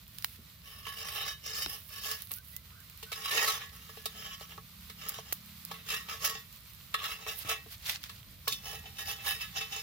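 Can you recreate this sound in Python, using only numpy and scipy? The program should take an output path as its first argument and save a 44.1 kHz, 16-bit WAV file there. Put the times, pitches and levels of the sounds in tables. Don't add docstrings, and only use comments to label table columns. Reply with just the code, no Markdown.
import sys
import numpy as np
from scipy import signal
from scipy.fft import rfft, irfft, next_fast_len
from scipy.io import wavfile

SR = 44100
rng = np.random.default_rng(int(sys.argv[2]) if len(sys.argv) > 2 else 0)


def store_wav(level_fs):
    pcm = np.round(np.clip(np.atleast_2d(level_fs), -1, 1) * 32767)
    wavfile.write(sys.argv[1], SR, pcm.T.astype(np.int16))


N = 433062
TIME = np.arange(N) / SR
TOP_HZ = 16050


def undb(db):
    return 10 ** (np.asarray(db) / 20)


def unit(x):
    return x / np.sqrt(np.mean(x ** 2))


def curves(rows):
    s, *columns = np.transpose(rows)
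    return [np.interp(TIME, s, column) for column in columns]


def colour(x, points):
    size = next_fast_len(x.shape[-1] + 4096, True) // 2 * 2
    hz, db = np.transpose(points)
    bins_hz = np.fft.rfftfreq(size, 1 / SR)
    log_gain = np.log(undb(np.interp(np.log(bins_hz + 1), np.log(hz), db)))
    cepstrum = irfft(log_gain)[:size // 2]
    cepstrum[1:] *= 2
    response = np.exp(rfft(cepstrum, size))
    return irfft(rfft(x, size) * response)[..., :x.shape[-1]]


def band(x, hz, kind, order=3):
    return signal.sosfilt(signal.butter(order, hz, kind, fs=SR, output="sos"), x)


def walk(rate_hz):
    return 1.2 * np.interp(TIME * rate_hz, np.arange(4096), rng.standard_normal(4096))


def grains(spread_db):
    size = np.minimum(rng.exponential(size=N), 8)
    return unit(rng.standard_normal((2, N)) * undb(spread_db * size))


def excite(force, response):
    return signal.oaconvolve(force[None], response, axes=1)[:, :len(force)]


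def add(out, s, sound):
    i = int(s * SR)
    out[:, i:i + sound.shape[-1]] += sound[..., :N - i]


def swells(rows, attack_s, release_s, arch_db):
    power = np.zeros((len(rows[0]) - 2, N))
    for s, hold_s, db, *relative_db in rows:
        near = slice(max(0, int((s - .2) * SR)), int((s + hold_s + .4) * SR))
        t = TIME[near] - s
        shape = np.exp(np.minimum(t, 0) / attack_s - np.maximum(t - hold_s, 0) / release_s)
        shape = shape * undb(arch_db * np.sin(np.pi * np.clip(t / hold_s, 0, 1)))
        power[:, near] += np.outer(undb(db + np.array([0, *relative_db])), shape) ** 2
    return np.sqrt(power)


def tones(rows):
    out = np.zeros((2, N))
    for s, length_s, start_hz, end_hz, db, waver in rows:
        n = int(length_s * SR)
        hz = np.linspace(start_hz, end_hz, n) * (1 + waver * walk(396)[:n])
        phase = 2 * np.pi * np.cumsum(hz) / SR
        envelope = np.sqrt(2) * signal.windows.tukey(n, .5)
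        add(out, s, undb(db) * envelope * np.array([np.sin(phase), np.cos(phase)]))
    return out


# frequency in Hz, gain in dB.
AIR_TONE = [(12, -63), (20, -52), (42, -9.5), (65, 1), (192, -8.5), (229, -18), (310, -22.5), (352, -35.5),
            (454, -25.5), (507, -29), (614, -29), (644, -24.5), (900, -56), (1170, -69), (1980, -120)]


def open_air(level_db=-57.5, gust_s=8.88, width_s=1, rise_db=3.7):
    gust_db = rise_db * np.exp(-((TIME - gust_s) / width_s) ** 2)
    return unit(colour(rng.standard_normal((2, N)), AIR_TONE)) * undb(level_db + gust_db)


# time in seconds, mean firing rate in Hz, relative level in dB.
MOTOR = [(0, 31.34, -103), (2.6, 30.8, -79), (3.2, 32.63, -68.5), (4.4, 33.72, -64), (5.5, 34.59, -62.5),
         (6.1, 33.37, -61.5), (6.8, 32.75, -75.5), (8.6, 34.37, -102), (9.5, 36.1, -72.5)]
# multiple of the firing rate, mean relative level in dB.
MOTOR_ORDERS = [(4, -9), (5, 3), (6, -3), (7, -11)]


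def motor():
    hz, db = curves(MOTOR)
    phase = 2 * np.pi * np.cumsum(hz * (1 + 0.007 * walk(13))) / SR
    hum = sum(np.sin(round(k) * phase) * undb(order_db + 2.9 * walk(6)) for k, order_db in MOTOR_ORDERS)
    return hum * undb(db) * np.array([[1], [0]])


# start in seconds, length in seconds, start in Hz, end in Hz, level in dB,
# pitch waver as a fraction.
WHISTLES = [(2.358, .06, 1420, 1590, -62, .008), (2.52, .085, 1930, 2050, -65, .008),
            (2.69, .16, 1190, 1680, -66, .1), (2.76, .04, 1430, 1600, -70, .02),
            (3.055, .075, 1490, 1510, -61, .012)]


def bird():
    return tones(WHISTLES)


# start in seconds, hold in seconds, relative level in dB,
# treble relative to it in dB.
RUSTLES = [(0.15, 0.21, -60.5, 6), (1.66, 0.6, -64, 11.5), (2.04, 0.17, -53.5, 1), (2.218, 0.016, -58, 1),
           (2.322, 0.054, -56.5, 12.5), (2.45, 0.097, -64, 11), (7.378, 0.025, -52.5, 10.5),
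           (7.41, 0.022, -48.5, 1.5), (7.722, 0.024, -49.5, 1.5), (7.862, 0.088, -45, -4),
           (7.894, 0.016, -36, -1), (7.957, 0.0021, -41.5, -15), (8.038, 0.03, -50, -10),
           (8.09, 0.11, -59, 0)]
# frequency in Hz, gain in dB.
LITTER_TONE = [(180, -59), (300, -18), (2070, -1.5), (2210, -3), (2400, -1.5), (2880, 0.5), (4370, 0),
               (7570, -7.5), (10900, -3.5), (16000, -15.5)]


def rustles(gain_db=-1, crisp_db=-2, attack_s=0.025, release_s=0.013, arch_db=0.5):
    crackle = colour(grains(spread_db=-1.5) * undb(1.7 * walk(200)), LITTER_TONE)
    ticks = colour(grains(spread_db=3.0) * undb(2.8 * walk(350)), LITTER_TONE)
    low = unit(band(crackle, [400, 7500], "band"))
    high = unit(band(ticks, 13600, "high"))
    crush, crisp = swells(RUSTLES, attack_s, release_s, arch_db)
    return undb(gain_db) * (crush * low + undb(crisp_db) * crisp * high)


# start in seconds, thud peak in dB, tick peak in dB.
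BUMPS = [(0.385, -47, -60), (1.6615, -41, -22), (5.325, -58, -26), (4.578, -56, -36), (7.449, -43, -38),
         (7.662, -52, -46), (8.52, -47, -60)]


def bumps(decay_s=0.022, tick_s=0.0013):
    out, t = np.zeros((2, N)), TIME[:SR // 5]
    for s, thud_db, tick_db in BUMPS:
        thud = band(rng.standard_normal((2, len(t))) * np.exp(-t / decay_s), [60, 240], "band", order=2)
        tick = band(rng.standard_normal((2, len(t))) * np.exp(-t / tick_s), [350, 4200], "band", order=2)
        thud = undb(thud_db) * thud / np.abs(thud).max()
        tick = undb(tick_db) * tick / np.abs(tick[0]).max()
        add(out, s, thud + tick)
    return out


# time in seconds, relative level in dB.
FRYING = [(0, -55.5), (1.7, -55.5), (2.5, -56.5), (3.1, -51), (4.0, -53.5), (5.55, -51), (8.3, -54.5),
          (9.82, -48.5)]
# frequency in Hz, gain in dB.
SIZZLE_TONE = [(290, -61), (500, -18), (1060, 0.5), (1160, 2.5), (1720, -2), (1840, 1), (2690, 1),
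               (4150, 4), (5470, -1.5), (6230, -4), (9090, -7), (15100, 2.5), (16000, -24)]


def sizzle(gain_db=-5.0, flutter_db=1.0):
    fizz = colour(grains(spread_db=0.5), SIZZLE_TONE) * undb(flutter_db * walk(35))
    return unit(fizz) * undb(curves(FRYING)[0] + gain_db)


def pops(count=1300, spread_db=4.6, cycles=1.6):
    out, t, frying_db = np.zeros((2, N)), TIME[:SR // 200], curves(FRYING)[0]
    for when, pitch, size, angle in rng.random((count, 4)):
        hz = np.interp(pitch, [0, .5, 1], [2200, 6000, 15500])
        db = frying_db[int(when * N)] + spread_db * (min(-np.log(1 - size), 4) - 1)
        tick = np.exp(-t * hz / cycles) * np.sin(2 * np.pi * hz * t)
        add(out, when * N / SR, undb(db) * np.outer([1, np.cos(2 * np.pi * angle)], tick))
    return out


# start in seconds, peak in dB, woody share in dB relative to the fibre crack.
SNAPS = [(0.185, -19, -10), (0.224, -25, -9), (0.2452, -10, -4), (2.114, -15, -10), (2.117, -22, -15),
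         (2.221, -18, -20), (2.272, -30.5, -11), (2.317, -14, -20), (2.338, -18, -27), (2.385, -27, -17),
         (2.5649, -15, -19.5), (2.975, -29, -24), (2.988, -36, -12), (4.057, -16, -13), (5.087, -14, -20),
         (5.0925, -11, -24), (5.3255, -12, -36), (5.329, -9.5, -41), (5.6508, -19.5, -18),
         (6.248, -14, -11.5), (6.561, -35, -20), (6.735, -32, -20), (7.896, -14, 11), (7.959, -21, 10),
         (8.032, -27, -9), (8.039, -21.5, -3), (8.0985, -42, 10), (8.4806, -6.5, -13)]
# frequency in Hz, gain in dB.
SNAP_TONE = [(300, -18.5), (1500, -36), (5000, -9), (8000, -11.5), (11000, -2.5), (15500, 2.5)]
# frequency in Hz, gain in dB.
WOOD_TONE = [(200, -78), (700, -15), (1600, -2.5), (3000, 4), (5500, 0), (8000, -21), (15000, -56)]


def snaps(crack_s=.00024, wood_s=.0008, splinter_s=.003, splinter_db=-17, scatter_s=.022, scatter_db=-31,
          left_db=-12, tick_count=14, tick_db=-36, tick_spread_db=6, tick_wood_db=-20):
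    out, t = np.zeros((2, N)), TIME[:SR // 8]
    tail = undb(splinter_db) * np.exp(-t / splinter_s) + undb(scatter_db) * np.exp(-t / scatter_s)
    aim = undb([[left_db], [0]])
    ticks = [(when * N / SR, tick_db + tick_spread_db * size, tick_wood_db)
             for when, size in rng.random((tick_count, 2))]
    for s, db, wood_db in list(SNAPS) + ticks:
        noise = np.sign(rng.standard_normal((2, 2, len(t))))
        fibre = colour(noise[0] * (aim * np.exp(-t / crack_s) + tail), SNAP_TONE)
        stick = colour(noise[1] * (aim * np.exp(-t / wood_s) + tail / 2), WOOD_TONE)
        crack = band(unit(fibre) + undb(wood_db) * unit(stick), TOP_HZ, "low")
        add(out, s, undb(db) * crack / np.abs(crack).max())
    return out


# start in seconds, length in seconds, start in Hz, end in Hz, level in dB,
# pitch waver as a fraction.
SQUEALS = [(3.302, .045, 1760, 1800, -41, .012), (3.368, .04, 1873, 1873, -37.5, .025),
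           (3.369, .045, 2606, 2606, -37.5, .025), (3.412, .045, 1880, 1890, -36, .01),
           (3.465, .05, 4180, 3980, -38, .045)]


def squeals():
    return tones(SQUEALS)


# frequency in Hz, gain in dB.
RASP_TONE = [(250, -37), (380, -6.5), (540, -6.5), (680, 0), (950, 4), (1500, -3), (2200, 2.5), (3000, 5),
             (3500, 3.5), (4500, 1), (5600, -13), (7500, -5), (11000, -1), (15500, -1.5)]


def overtones(low_s=0.0015, high_s=0.011):
    t = TIME[:SR // 5]
    noise = rng.standard_normal((2, len(t)))
    low = band(noise * np.exp(-t / low_s), 3300, "low") / np.sqrt(low_s)
    high = band(noise * np.exp(-t / high_s), 2200, "high") / np.sqrt(high_s)
    out = colour(low + high, RASP_TONE)
    return out / np.sqrt(np.sum(out[0] ** 2))


# frequency in Hz, nominal width in Hz (scaled by `narrow`),
# then relative level in dB with the edge on its tip, wedged under the dough, lying flat, on the rim.
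METAL = [(443, 26, -7, -7, -7, -11), (627, 39, -15, -18, -17, -22), (794, 36, -11, -10, -12, -5),
         (1112, 30, 0, -2, -2, -10), (1191, 82, -8, -9, -8, -17), (1292, 29, -9, -5, -2, -8),
         (1708, 22, -2, -3, -6, -5), (1785, 35, -9, -13, -13, -14), (1879, 14, -9, -3, -2, -3),
         (2013, 13, -17, -12, -8, -11), (2105, 87, -16, -17, -18, -16), (2272, 90, -17, -14, -12, -18),
         (2620, 19, -4, -11, -4, 3), (2814, 36, -6, -5, -4, -10), (2925, 90, -8, -10, -15, -14),
         (3019, 24, -3, -9, -17, -1), (3106, 85, -11, -5, -14, -16), (3285, 67, -21, -6, -14, -23),
         (3492, 16, -11, -9, -5, -4), (3709, 22, -7, -8, -6, -3), (3792, 19, -2, -5, -2, -4),
         (4014, 34, -6, -7, -6, -8), (4185, 20, -6, -24, -6, -5), (4397, 51, -11, -19, -16, -10),
         (4547, 37, -12, -16, -14, -18), (4675, 90, -20, -20, -22, -15), (4967, 20, -14, -13, -12, -15),
         (5140, 78, -11, -25, -18, -28), (5281, 36, -5, -6, -9, -9), (5379, 58, -18, -14, -16, -6),
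         (5585, 90, -16, -27, -17, -20), (5760, 26, -11, -6, -11, -11), (5855, 32, -22, -27, -17, -16),
         (6132, 90, -18, -32, -17, -19), (6325, 90, -22, -40, -24, -37), (6516, 36, -30, -17, -16, -12),
         (6822, 90, -21, -16, -15, -15), (7143, 90, -17, -7, -15, -20)]


def ring(narrow=0.9):
    t, out = TIME[:SR // 2], 0
    for k, (hz, width_hz, _, _, flat_db, _) in enumerate(METAL):
        decay = np.exp((2j * np.pi * hz - np.pi * width_hz * narrow) * t)
        z = (-1) ** k * undb(flat_db) * width_hz * decay
        out = out + np.array([z.real, (-1) ** (k // 2) * z.imag])
    return out / np.sqrt(np.sum(out[0] ** 2))


# start in seconds, level in dB, treble trim in dB, low body trim in dB.
KNOCKS = [(0.866, -33.5, -19.5, -27), (2.308, -38.5, -10, -23), (3.027, -33.5, -2, -11),
          (3.117, -27.5, -8, -19), (3.127, -30, -8, -31), (3.311, -26, 2, -19), (3.892, -41, -19, -9),
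          (3.97, -37.5, -3, -3), (4.057, -24.5, 2, -10), (4.407, -37, -2, 4), (4.578, -38.5, -42, -14),
          (4.897, -36, -5.5, -16), (5.185, -35, -11, -3), (5.712, -30, -9, -14.5), (6.085, -32.5, -15, -26),
          (6.941, -18.5, -15, -27.5), (7.263, -33, -16, -18), (7.039, -29, -21, -46), (7.659, -48, -14, 4),
          (8.094, -37, -9, -24), (8.474, -28.5, -31, -22), (8.477, -21.5, 13, -39), (8.522, -24.5, 6, -67),
          (9.26, -28.5, -2, -14)]
# frequency in Hz, relative level in dB, 60 dB decay time in seconds.
PING = [(3494, -20, .23), (3709, -22, .19), (3790, -24, .15)]


def knocks(contact_s=0.0028, rattle_s=0.0045, hard_db=-16):
    out, t, plate = np.zeros((2, N)), TIME[:SR // 3], ring()
    blade = sum(undb(db - 60 * t / t60_s) * np.exp(2j * np.pi * hz * t) for hz, db, t60_s in PING)
    for s, db, treble_db, low_db in KNOCKS:
        noise = rng.standard_normal((2, len(t)))
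        force = unit(noise[0] * np.exp(-t / contact_s))
        chatter = unit(noise[1] * np.exp(-t / rattle_s))
        hit = excite(force, plate) + excite(chatter, overtones())
        hit = colour(hit, [(200, low_db - 4), (420, low_db + 21.5), (700, low_db + 20.5), (1400, 0),
                           (4500, treble_db + 10.5), (14000, treble_db + 3.0)])
        ping = undb((db - hard_db) / 2) * np.array([blade.imag, blade.real])
        add(out, s, undb(db) * (hit / np.abs(hit[0]).max() + ping))
    return out


def stick_slip(median_rate_hz=340, scatter=.7, spread_db=2.8, crunch_s=.0011, slide=.5):
    chance = rng.standard_normal((N // 100, 2))
    times_s = np.cumsum(np.exp(scatter * chance[:, 0])) / median_rate_hz
    jerks = np.bincount((times_s * SR).astype(int), undb(spread_db * chance[:, 1]), N)[:N]
    crunch = unit(signal.lfilter([1], [1, -np.exp(-1 / (crunch_s * SR))], jerks))
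    return unit(grains(spread_db=2.0) * (crunch + slide))


# time in seconds, position (0 tip, 1 wedged under the dough, 2 flat, 3 rim).
CONTACT = [(0.6, 0), (2.3, 0), (3.1, 1.9), (3.65, 2), (4.1, 1), (5.3, 0.8), (5.75, 2), (7.7, 2), (8.6, 3),
           (9.82, 3)]


def rubbed(slips, wander_db=2.8, wander_hz=11, narrow=0.6, loose_hz=50, bend=.018, size=64):
    position = curves(CONTACT)[0][::size]
    turns = TIME[::size] * wander_hz
    out, power = np.zeros((2, N)), 0
    for k, (hz, width_hz, *bearing_db) in enumerate(METAL):
        pole = np.exp((2j * np.pi * hz - np.pi * width_hz * narrow) / SR)
        wander = np.interp(turns, np.arange(128), rng.standard_normal(128))
        gain_db = np.interp(position, np.arange(4), bearing_db) + wander_db * wander
        gain = (-1) ** k * width_hz * undb(gain_db)
        z = signal.lfilter([1], [1, -pole], slips * np.repeat(gain, size)[:N])
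        if width_hz > loose_hz:
            z = z * np.exp(2j * np.pi * hz * bend * np.cumsum(walk(16)) / SR)
        power += np.mean(gain ** 2) / (1 - abs(pole) ** 2) / 2
        out[0] += z.real
        out[1] += (-1) ** (k // 2) * z.imag
    return out / np.sqrt(power)


# start in seconds, hold in seconds, relative level in dB,
# then low body, sharpness and gritty treble, each relative to it in dB.
PUSHES = [(0.656, 0.52, -54.5, -12.5, -6, -6.5), (0.868, 0.007, -40, -18, -6, -9.5),
          (0.915, 0.091, -48.5, -12.5, -5, -7), (0.992, 0.092, -43, -12.5, -0.5, -9),
          (1.072, 0.045, -41, -11.5, -5, -6.5), (1.155, 0.071, -39, -10, -7, -12),
          (1.276, 0.006, -36, -11, -2, -9), (1.462, 0.071, -44, -10, 1, -9.5),
          (1.556, 0.062, -41, -12.5, 2.5, -5), (1.695, 0.042, -47.5, -12, 0, -1),
          (1.924, 0.058, -48, -14, -0.5, -8.5), (2.043, 0.075, -41, -12.5, 2, -5),
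          (3.152, 0.071, -47, -12.5, -0.5, -7), (3.255, 0.11, -37, -12, -5, -9.5),
          (3.347, 0.092, -33, -6.5, 0, -8.5), (3.461, 0.056, -33.5, -12.5, 0.5, -6.5),
          (3.571, 0.046, -42.5, -11.5, -8, -20), (3.735, 0.39, -56, -12, -2.5, -6.5),
          (4.158, 0.11, -50, -6, -3.5, -10), (4.226, 0.12, -47, -15, -4.5, -13),
          (4.411, 0.0048, -52, -22, 0, -7), (4.504, 0.011, -52.5, -4.5, -7, -14),
          (5.012, 0.095, -45, -9, -4, -13.5), (5.128, 0.05, -47.5, -17, -2.5, -11),
          (5.285, 0.014, -51.5, -8.5, -1.5, -16), (5.72, 0.056, -50, -11.5, -12, -13),
          (5.902, 0.05, -34, -15.5, -4.5, -12), (6.103, 0.026, -40.5, -12.5, -2, -11),
          (6.247, 0.015, -31.5, -11, 1.5, -5.5), (6.32, 0.033, -42, -11, -1.5, -21),
          (6.982, 0.028, -43, -13, -12, -18), (7.046, 0.073, -37.5, -14.5, -6, -12),
          (7.209, 0.021, -49, -6.5, -4, -14), (7.28, 0.027, -40, -6, -3, -8),
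          (7.489, 0.024, -33.5, -9, -6, -11.5), (8.506, 0.018, -42, -14, 2, -6),
          (8.655, 0.092, -43, -7.5, -3.5, -7.5), (8.858, 0.013, -50, -2, -6.5, -22),
          (8.993, 0.012, -40, -12, -4, -9), (9.078, 0.039, -39, -10, -2, -7.5),
          (9.192, 0.0094, -48.5, -11, -13, -27), (9.277, 0.028, -32, -13, -5, -7.5),
          (9.415, 0.0067, -38, -17.5, -5.5, -12.5), (9.571, 0.034, -35, -14, -4.5, -16),
          (9.723, 0.053, -40.5, -10, -2, -14.5)]


def scrapes(rasp_db=-1.5, body_db=9.5, mid_db=-0.5, sharp_db=5.0, grit_db=6.5,
            attack_s=0.02, release_s=0.029, arch_db=-2):
    slips = stick_slip()
    forces = swells(PUSHES, attack_s, release_s, arch_db)
    parts = [([1000, 4300], mid_db), ([200, 950], body_db), ([4300, 7500], sharp_db), ([8000, 16500], grit_db)]
    drive = sum(force * undb(db) * band(slips, edges_hz, "band", order=6)
                for force, (edges_hz, db) in zip(forces, parts))
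    metal = rubbed(drive[0])
    touches_s = [push[0] - 2 * attack_s for push in PUSHES] + [N / SR]
    for start_s, end_s in zip(touches_s, touches_s[1:]):
        force = drive[1, int(start_s * SR):int(end_s * SR)]
        add(metal, start_s, undb(rasp_db) * excite(force, overtones()))
    return metal


# frequency in Hz, gain of the side signal in dB.
WIDTH = [(60, -15), (250, -10.5), (600, -8), (1300, -3.5), (2500, -1), (15000, -1.5)]
# frequency in Hz, left minus right in dB.
TILT = [(200, -1), (700, -1), (1300, -2), (2400, -4.5), (4400, 2), (8000, -5), (15000, -11)]


def scene():
    background = open_air() + motor() + bird() + rustles() + bumps()
    spatula = squeals() + knocks() + scrapes()
    mid, side = background + sizzle() + pops() + spatula
    side = colour(side, WIDTH)
    left = colour(mid + side, [(hz, db / 2) for hz, db in TILT])
    right = colour(mid - side, [(hz, -db / 2) for hz, db in TILT])
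    return np.array([left, right]) + snaps()


def record(dry):
    return signal.sosfilt(signal.ellip(10, .2, 80, TOP_HZ, fs=SR, output="sos"), dry)


dry = scene()
out = record(dry)
store_wav(out)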